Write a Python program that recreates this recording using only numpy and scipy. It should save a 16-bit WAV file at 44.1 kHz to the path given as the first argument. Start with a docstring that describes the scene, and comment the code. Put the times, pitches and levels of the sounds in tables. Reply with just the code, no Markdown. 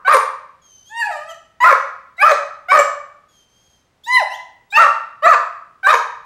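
"""Young dog barking in a bedroom

A young large dog barks at a cat on a bed, a few metres away in a reverberant bedroom.
Each bark starts as a clean high squeal, breaks into a rough lower growl and sags in pitch.
Between barks it yelps and whimpers, built from harmonics and raspy air like the barks, and
whines in a thin nasal whistle of four sine tones and hiss. Under it all lie a quiet hush and a
fading earlier bark. A microphone overload and a limiter flatten the peaks."""
import sys
import numpy as np
from scipy import signal
from scipy.fft import rfft, irfft, next_fast_len
from scipy.io import wavfile
from scipy.ndimage import uniform_filter1d, minimum_filter1d, map_coordinates

SR = 44100
rng = np.random.default_rng(int(sys.argv[2]) if len(sys.argv) > 2 else 0)


def master_out(mix):
    """Clip the mix to full scale and print it as 16-bit PCM to the path in sys.argv[1]."""
    frames = np.transpose(np.atleast_2d(mix))
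    ceiling = np.clip(frames, -1, 1)
    pcm = np.round(ceiling * 32767).astype(np.int16)
    wavfile.write(sys.argv[1], SR, pcm)


N = 275625  # length in samples

# The barks. Each row: start in seconds, voice break in seconds, end in seconds, squeal's first pitch
# in Hz, squeal's last pitch in Hz, growl's top pitch in Hz, squeal level in dB, growl level in dB,
# growl roughness (0-1), mouth resonance in the squeal in Hz, mouth resonance in the growl in Hz,
# squeal's swell in dB, growl's fade in dB, share of the growl after which the jaw starts closing,
# slope of the squeal's overtones in dB per octave, pitch sag as a share of the top pitch.
BARK_CALLS = [ (0.047, 0.081, .178, 740, 790, 635.6, -9.5, -7, 0.44, 1595, 1270, 16, 5, .38, -3, .28),
              (1.602, 1.645, 1.742, 930, 1039, 716.4, -4.5, -5.5, .48, 1280, 1350, 14, 10, 0.49, -1.5, .37),
              (2.178, 2.231, 2.347, 667.4, 834.4, 659.8, -6, -6, 0.43, 2018, 1167, 29.5, 11, .42, -1.5, .16),
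              (2.683, 2.720, 2.826, 705, 784.3, 630, -10.5, -7, 0.53, 1944, 1082, 14.5, 8.5, .28, -1.5, .15),
              (4.722, 4.778, 4.878, 775, 920, 699.8, -4.5, -3.5, 0.37, 2250, 1380, 24.5, 18, .62, -0.5, .28),
              (5.221, 5.266, 5.354, 574, 685.4, 657.4, -2, -6, .25, 1000, 1300, 22, 6.5, .8, -2.5, .27),
              (5.829, 5.872, 5.962, 754.5, 800.4, 639.8, -6.5, -7.5, .5, 1665, 1380, 21.5, 7.5, 0.48, -1, 0.27)]
# The yelps. Each row: start in seconds, loudest moment in seconds, start of the fall in seconds,
# end in seconds, first pitch in Hz, top pitch in Hz, held pitch in Hz, last pitch in Hz,
# peak level in dB, swell in dB, open mouth resonance in Hz, roughness after the crack (0-1).
YELP_CALLS = [(0.891, 1.023, 1.074, 1.126, 797.5, 938.8, 850.7, 610, -15.5, 27, 1680, .24),
              (4.061, 4.171, 4.190, 4.236, 880, 1019, 974.3, 520, -8, 16, 1869, .13)]
# The nasal whistles. 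Each row: start in seconds, end in seconds, first pitch in Hz, middle pitch
# in Hz, last pitch in Hz, level in dB, octave overtone in dB next to the main tone.
WHINE_CALLS = [ (0.617, .86, 3335, 3102, 3083, -58.5, 6.5), (0.849, 0.924, 3100, 3300, 3650, -51, -0.5),
               (1.285, 1.331, 3240, 3092, 2740, -41.5, -8.5), (2.166, 2.215, 3900, 3916, 4130, -51.5, -10),
               (3.283, 3.46, 3400, 3203, 3134, -60.5, -1), (3.483, 3.82, 3090, 3225, 3097, -63.5, -2),
               (4.035, 4.087, 3237, 3810, 4000, -39.5, -14.5), (4.299, 4.367, 2690, 2914, 3920, -38, -9.5),
               (4.702, 4.745, 3600, 3900, 4225, -42, -10)]
# The wavering whimper that trails the first yelp. Each row: time in seconds, pitch in Hz, level in dB.
WHIMPER_PATH = [(1.108, 660, -28), (1.170, 583, -32), (1.240, 623, -38), (1.319, 665, -36),
                (1.358, 598.5, -39.5)]
# The throat's fixed colour on the harmonics. 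Each row: frequency in Hz, relative level in dB.
THROAT_COLOUR = [(400, -9), (550, -2), (800, -5), (1150, 0), (1900, -2), (2500, -6), (3020, -14),
                 (3350, -29), (3850, -16), (5500, -25), (8000, -26), (11000, -37), (16000, -40)]
# The colour of the air that rasps through the throat. Each row: frequency in Hz, relative level in dB.
RASP_COLOUR = [(360, -42.5), (480, -15), (620, -4.5), (820, -18.5), (1200, 8), (1750, 9.5), (2450, -20.5),
               (2850, -22.5), (3300, -10), (3900, -15), (5500, -19.5), (8000, -28), (11500, -38),
               (16000, -32.5)]
# How long the room rings. Each row: frequency in Hz, time to die away by 60 dB in seconds.
ROOM_RING = [(200, 0.17), (600, 0.55), (1200, 0.6), (2500, 0.57), (5500, 0.48), (8500, .42), (11000, 0.35),
             (16000, 0.22)]
# The colour of the room's ringing. Each row: frequency in Hz, relative level in dB.
ROOM_TINT = [(300, 4.5), (600, -6.5), (850, 4), (1200, -1), (2500, -3), (6000, 3), (14000, -1.5)]
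# The colour of the still room's hush. Each row: frequency in Hz, relative level in dB.
HUSH_COLOUR = [(25, -17), (64, -6), (146, -9), (300, -14.5), (600, -14.5), (1600, -19.5), (4000, -27.5),
               (8000, -34.5), (15000, -45.5)]
# The colour of the earlier bark's ringing. Each row: frequency in Hz, relative level in dB.
EARLIER_BARK_COLOUR = [(300, -23.5), (520, -14), (800, -18.5), (1100, 3), (2200, -28.5), (5000, -53.5)]
# The colour of the whistles' nostril hiss. Each row: frequency in Hz, relative level in dB.
NOSTRIL_COLOUR = [(1500, -35.0), (3000, 1.5), (4800, 8.5), (7500, -2.0), (12000, -2.0), (15000, -25.5)]

TOP_HZ = 15750  # nothing is kept above this
ATTACK_S, RELEASE_S = 0.0046, 0.011  # soft start and stop of a call (yelps start more slowly)

# Squeal: nearly clean, and it swells fastest at first
SQUEAL_ROUGH, SWELL_BEND = .13, 1.18
# Growl pitch: where it crests (share of length), how much lower it is at the break (share), sag curve
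CREST_AT, SCOOP, SAG_BEND = .3, .13, 1.25  # a bend above 1 sags ever faster
# Growl roughness from start to end, times the bark's own roughness
ROUGH_FROM, ROUGH_TO = .6, 1.415
# Voice break: overlap of squeal and growl, the growl's extra burst and how fast the burst decays
OVERLAP_S, BREAK_DB, BREAK_FADE_S = .012, 5, 0.0076
SPENT_BEND = 2.3  # the growl fades ever faster as the air runs out
# The jaw closes over this share of the growl, down to this resonance
CLOSE_OVER, CLOSED_HZ = 0.41, 717
# Strength of the growl's mouth resonance at the break, and what it loses by the end
MOUTH_PEAK_DB, MOUTH_SLACK_DB = 22.5, 6.5

# Yelp: slow nearly clean start, mouth resonance at its start and its end
YELP_ATTACK_S, YELP_ROUGH, YELP_MOUTH_HZ, YELP_CLOSED_HZ = 0.03, .045, 1350, 648
CRACK_S = .005  # time the pitch takes to crack
# Level lost after the peak, and where the pitch tops (share of the rise)
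YELP_FADE_DB, YELP_CREST_AT = 17.5, .72
# The jaw closes between these shares of the time after the peak
YELP_CLOSE_FROM, YELP_CLOSE_TO = .33, .6
# A last push of air during the fall (place and width as shares of the fall)
YELP_PUSH_DB, YELP_PUSH_AT, YELP_PUSH_WIDTH = 5, 0.7, .2
MUFFLE_DB = 4.5  # per octave: the closing mouth dulls the overtones

WHIMPER_ROUGH, WHIMPER_MOUTH_HZ = .07, 850
WHINE_EDGE_DB = 7.5  # each whistle is this much softer at its ends
QUIET_DB = -62.5  # level of the hush


def amp(db):
    """Turn decibels into gain."""
    return 10 ** (np.asarray(db) / 20)


def unit(x):
    """Scale to an average (rms) level of 1."""
    return x / np.sqrt(np.mean(x ** 2) + 1e-20)


def along(points, hz):
    """Read a value between (Hz, value) points on a log frequency axis."""
    f, v = np.transpose(points)
    return np.interp(np.log(hz + 1), np.log(f + 1), v)


def filtered(x, response):
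    """Multiply the spectrum of x by a function of frequency."""
    m = next_fast_len(len(x) + 8192)
    spectrum = rfft(x, m) * response(np.fft.rfftfreq(m, 1 / SR))
    return irfft(spectrum, m)[:len(x)]


def noise(colour, size):
    """Make coloured noise with an rms of 1."""
    white = rng.standard_normal(size)
    return unit(filtered(white, lambda hz: amp(along(colour, hz))))


def wobble(rate, size):
    """Draw a smooth random curve through this many random points a second."""
    knots = rng.standard_normal(size)
    return map_coordinates(knots, [np.arange(size) * rate / SR], mode="wrap")


def add(track, start, sound):
    """Mix a sound into the track, cutting what runs past its end."""
    track[start:start + len(sound)] += sound[:len(track) - start]


def ramp(t, begin, end):
    """Rise in a straight line from 0 to 1 between two moments."""
    return np.clip((t - begin) / max(end - begin, 1e-4), 0, 1)


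def span(start_s, end_s, attack_s):
    """Give the sample times of a call and its soft on-off gate."""
    t = np.arange(round(start_s * SR), round(end_s * SR)) / SR
    fade_in = ramp(t, start_s, start_s + attack_s)
    fade_out = np.sin(np.pi / 2 * (1 - ramp(t, end_s - RELEASE_S, end_s))) ** 2
    return t, fade_in * fade_out


def still_room_hush():
    """A faint steady noise, strongest in the bass, fills the still room."""
    return amp(QUIET_DB) * noise(HUSH_COLOUR, N)


def earlier_bark(db=-44, t60=0.78):
    """The room still rings faintly with a bark from just before: fading coloured noise."""
    decay = amp(db - 60 * np.arange(N) / SR / t60)
    return decay * noise(EARLIER_BARK_COLOUR, N)


def nearby_wood(x, echo_db=-19, spread=.012, count=6):
    """Floor, bed frame and desk return quick weak copies that weight the harmonics unevenly."""
    out = x.copy()
    for late, sign in rng.uniform(-1, 1, (count, 2)):
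        delay_s = .001 + spread * abs(late)
        add(out, round(delay_s * SR), np.sign(sign) * amp(echo_db) * x)
    return out / np.sqrt(1 + count * amp(echo_db) ** 2)


def bedroom(x, build=0.013, wet_db=-5.0):
    """Reflections build up between the walls and die away; bedding swallows much of the treble."""
    hz, t, z = signal.stft(rng.standard_normal(SR), SR, nperseg=256)
    decay_db = along(ROOM_TINT, hz)[:, None] - 60 * t / along(ROOM_RING, hz)[:, None]
    tail = signal.istft(z * amp(decay_db), SR, nperseg=256)[1]
    tail *= 1 - np.exp(-(np.arange(len(tail)) / SR / build) ** 2)
    # scale the tail by its gain in the range of the voice, 500 to 2500 Hz
    response = np.abs(rfft(tail, SR))[500:2500]
    tail_gain = np.sqrt(np.mean(response ** 2))
    reflections = signal.fftconvolve(x, tail)[:len(x)]
    return x + amp(wet_db) * reflections / tail_gain


def in_room(track, start_s, sound):
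    """Each call gets its own randomly drawn room reflections."""
    out = track.copy()
    padded = np.pad(sound, (0, SR))  # one second for the room to ring
    add(out, round(start_s * SR), bedroom(nearby_wood(padded)))
    return out


def whines(third_db=-23, fourth_db=-19, waver=0.0047, hiss_db=-27, hiss_growth=0.66):
    """A thin whistle through the nose, with overtones and hiss; each bends, swells and fades."""
    track = np.zeros(N)
    for start_s, end_s, first_hz, middle_hz, last_hz, peak_db, octave_db in WHINE_CALLS:
        t, gate = span(start_s, end_s, ATTACK_S)
        size = len(gate)
        place = np.linspace(-1, 1, size)  # -1 at the start, 0 in the middle, 1 at the end
        slope = (last_hz - first_hz) / 2
        curve = (first_hz + last_hz) / 2 - middle_hz
        pitch = middle_hz + slope * place + curve * place ** 2
        db = peak_db - WHINE_EDGE_DB * place ** 2
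        phase = 2 * np.pi * np.cumsum(pitch * (1 + waver * wobble(210, size))) / SR
        partials = enumerate([0, octave_db, third_db, fourth_db], 1)
        tone = np.sqrt(2) * sum(amp(level) * np.sin(k * phase) for k, level in partials)
        # the hiss of the narrow nostril swells less than the tone
        hiss = amp(hiss_db + hiss_growth * db) * noise(NOSTRIL_COLOUR, size)
        track = in_room(track, start_s, gate * (amp(db) * tone + hiss))
    return track


def voice(pitch, db, rough, mouth_hz, mouth_db, mouth_width_hz, jitter, shimmer, doubling, rasp_db,
          bright_db, flutter=0.0054, lurch=.05, effort=0.12, harsh_db=4, leak=0.005,
          wander_db=2.06, air_flutter_db=3):
    """Vocal folds sound through throat and mouth; rough folds cycle unevenly and let air rasp."""
    size = len(pitch)
    rough = np.clip(rough, 0, 1)
    # the pitch always trembles a little; rough folds also lurch and slip from cycle to cycle
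    pitch = pitch * (1 + (flutter + lurch * rough) * wobble(110.2, size))
    phase = 2 * np.pi * np.cumsum(pitch * (1 + jitter * rough * wobble(450, size))) / SR
    order = np.arange(1, 27)[:, None]  # 26 harmonics
    hz = order * pitch
    mouth = mouth_db / (1 + ((hz - mouth_hz) / mouth_width_hz) ** 2)
    # harder effort snaps the folds shut faster, and rough ones slap harder: more overtones
    slope_db = bright_db + effort * (db - db.max()) + harsh_db * rough
    gains = amp(along(THROAT_COLOUR, hz) + mouth + slope_db * np.log2(order)) * (hz < TOP_HZ)
    # each overtone's level drifts at random, more in the higher ones
    wander = np.array([wobble(45.3, size) for _ in order])
    gains = gains * amp(wander_db * np.log2(order) * wander)
    tone = np.sum(gains * np.sin(order * phase), 0) / np.sqrt(np.sum(gains ** 2, 0) / 2)
    # strong and weak cycles in turn fill the gaps between the harmonics
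    tone *= 1 + rough * doubling * np.sin(phase / 2)
    # air escapes in one puff per cycle
    puffs = noise(RASP_COLOUR, size) * (1 + np.cos(phase))
    # the level of the rasp noise flutters at random
    air_flutter = amp(air_flutter_db * wobble(55, size))
    air = amp(rasp_db) * (rough + leak) * unit(puffs * air_flutter)
    # uneven bursts of cycles carry tone and air alike
    bursts = unit(amp(shimmer * rough * np.tanh(wobble(263.1, size))))
    return amp(db) * bursts * (tone + air)


def soft_voice(pitch, db, rough, mouth_hz, closed, open_bright_db=-0.84):
    """The clearer, less breathy voice of yelps and whimpers; a closing mouth dulls it."""
    return voice(pitch, db, rough, mouth_hz, mouth_db=12, mouth_width_hz=180, jitter=0.068,
                 shimmer=5, doubling=0.055, rasp_db=-14,
                 bright_db=open_bright_db - MUFFLE_DB * closed)


def whimper():
    """A low wavering tone through a partly closed mouth."""
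    s, pitch_hz, level_db = np.transpose(WHIMPER_PATH)
    t, gate = span(s[0], s[-1], ATTACK_S)
    pitch, db = np.interp(t, s, pitch_hz), np.interp(t, s, level_db)
    return s[0], gate * soft_voice(pitch, db, WHIMPER_ROUGH, WHIMPER_MOUTH_HZ, closed=.1)


def yelp(start_s, peak_s, fall_s, end_s, first_hz, top_hz, held_hz, last_hz, peak_db, swell_db,
         open_hz, roughness):
    """Pitch arches as level and mouth resonance change; the voice cracks, holds, then falls away."""
    t, gate = span(start_s, end_s, YELP_ATTACK_S)
    rise, after, fall = ramp(t, start_s, peak_s), ramp(t, peak_s, end_s), ramp(t, fall_s, end_s)
    cracked = ramp(t, peak_s - CRACK_S / 2, peak_s + CRACK_S / 2)
    closed = ramp(after, YELP_CLOSE_FROM, YELP_CLOSE_TO)
    arch = top_hz - (top_hz - first_hz) * (1 - rise / YELP_CREST_AT) ** 2
    held = held_hz + (last_hz - held_hz) * fall
    pitch = arch + (held - arch) * cracked
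    push = YELP_PUSH_DB * np.exp(-((fall - YELP_PUSH_AT) / YELP_PUSH_WIDTH) ** 2)
    db = peak_db - swell_db * (1 - rise) - YELP_FADE_DB * after + push
    rough = YELP_ROUGH + (roughness - YELP_ROUGH) * cracked
    opening_hz = YELP_MOUTH_HZ + (open_hz - YELP_MOUTH_HZ) * rise
    mouth_hz = opening_hz + (YELP_CLOSED_HZ - open_hz) * closed
    return start_s, gate * soft_voice(pitch, db, rough, mouth_hz, closed)


def bark(start_s, break_s, end_s, first_hz, last_hz, top_hz, squeal_db, growl_db, roughness,
         squeal_mouth_hz, growl_mouth_hz, swell_db, fade_db, close_at, squeal_bright_db, sag):
    """A rising squeal gives way to a rough growl that crests and sags while the jaw closes."""
    t, gate = span(start_s, end_s, ATTACK_S)
    rise, run = ramp(t, start_s, break_s), ramp(t, break_s, end_s)

    squeal_pitch = first_hz + (last_hz - first_hz) * rise
    squeal_level = squeal_db - swell_db * (1 - rise) ** SWELL_BEND
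    squeal = voice(squeal_pitch, squeal_level, SQUEAL_ROUGH, squeal_mouth_hz, mouth_db=15,
                   mouth_width_hz=400, jitter=.08, shimmer=8, doubling=.15, rasp_db=-2,
                   bright_db=squeal_bright_db, wander_db=2.5)

    scoop = SCOOP * (1 - ramp(run, 0, CREST_AT))
    pitch = top_hz * (1 - scoop - sag * ramp(run, CREST_AT, 1) ** SAG_BEND)
    burst = BREAK_DB * np.exp(-np.abs(t - break_s) / BREAK_FADE_S)
    db = growl_db + burst - fade_db * run ** SPENT_BEND
    rough = roughness * (ROUGH_FROM + (ROUGH_TO - ROUGH_FROM) * run)
    closing = ramp(run, close_at, close_at + CLOSE_OVER)
    mouth_hz = growl_mouth_hz + (CLOSED_HZ - growl_mouth_hz) * closing
    growl = voice(pitch, db, rough, mouth_hz, mouth_db=MOUTH_PEAK_DB - MOUTH_SLACK_DB * run,
                  mouth_width_hz=410, jitter=.035, shimmer=13.6, doubling=.3, rasp_db=-3.5,
                  bright_db=-1.17)

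    # crossfade from squeal to growl around the break
    broken = np.pi / 2 * ramp(t, break_s - OVERLAP_S / 2, break_s + OVERLAP_S / 2)
    return start_s, gate * (np.cos(broken) * squeal + np.sin(broken) * growl)


def barks_and_yelps(low_hz=450):
    """All voiced calls, placed in the room; the small mouth radiates almost no bass."""
    calls = [bark(*row) for row in BARK_CALLS] + [yelp(*row) for row in YELP_CALLS] + [whimper()]
    radiation = signal.butter(8, low_hz, "high", fs=SR, output="sos")
    track = np.zeros(N)
    for start_s, sound in calls:
        track = in_room(track, start_s, signal.sosfilt(radiation, sound))
    return track


def scene():
    """The dog in the room, over a faint hush and the ringing of an earlier bark."""
    background = still_room_hush() + earlier_bark()
    return (background + whines() + barks_and_yelps())[None]


def record(dry, hold=0.0017, overload=0.25, thump_db=-24, thump_hz=450):
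    """The microphone overloads, a fast limiter holds the peaks down, then the top treble is cut."""
    x = dry[0]
    # loud crests are squeezed on one side, which leaves a soft low thump
    excess = np.maximum(x - overload, 0)
    thump = filtered(excess, lambda hz: hz / (hz + 45) / (1 + (hz / thump_hz) ** 2))
    x = x - amp(thump_db) * thump
    # the limiter turns down around each peak, with a smoothed gain
    size = max(int(hold * SR), 3)
    needed = np.minimum(1, .98 / (np.abs(x) + 1e-9))
    gain = uniform_filter1d(minimum_filter1d(needed, size), size)
    return filtered(x * gain, lambda hz: hz < TOP_HZ)[None]


dry = scene()
out = record(dry)
master_out(out)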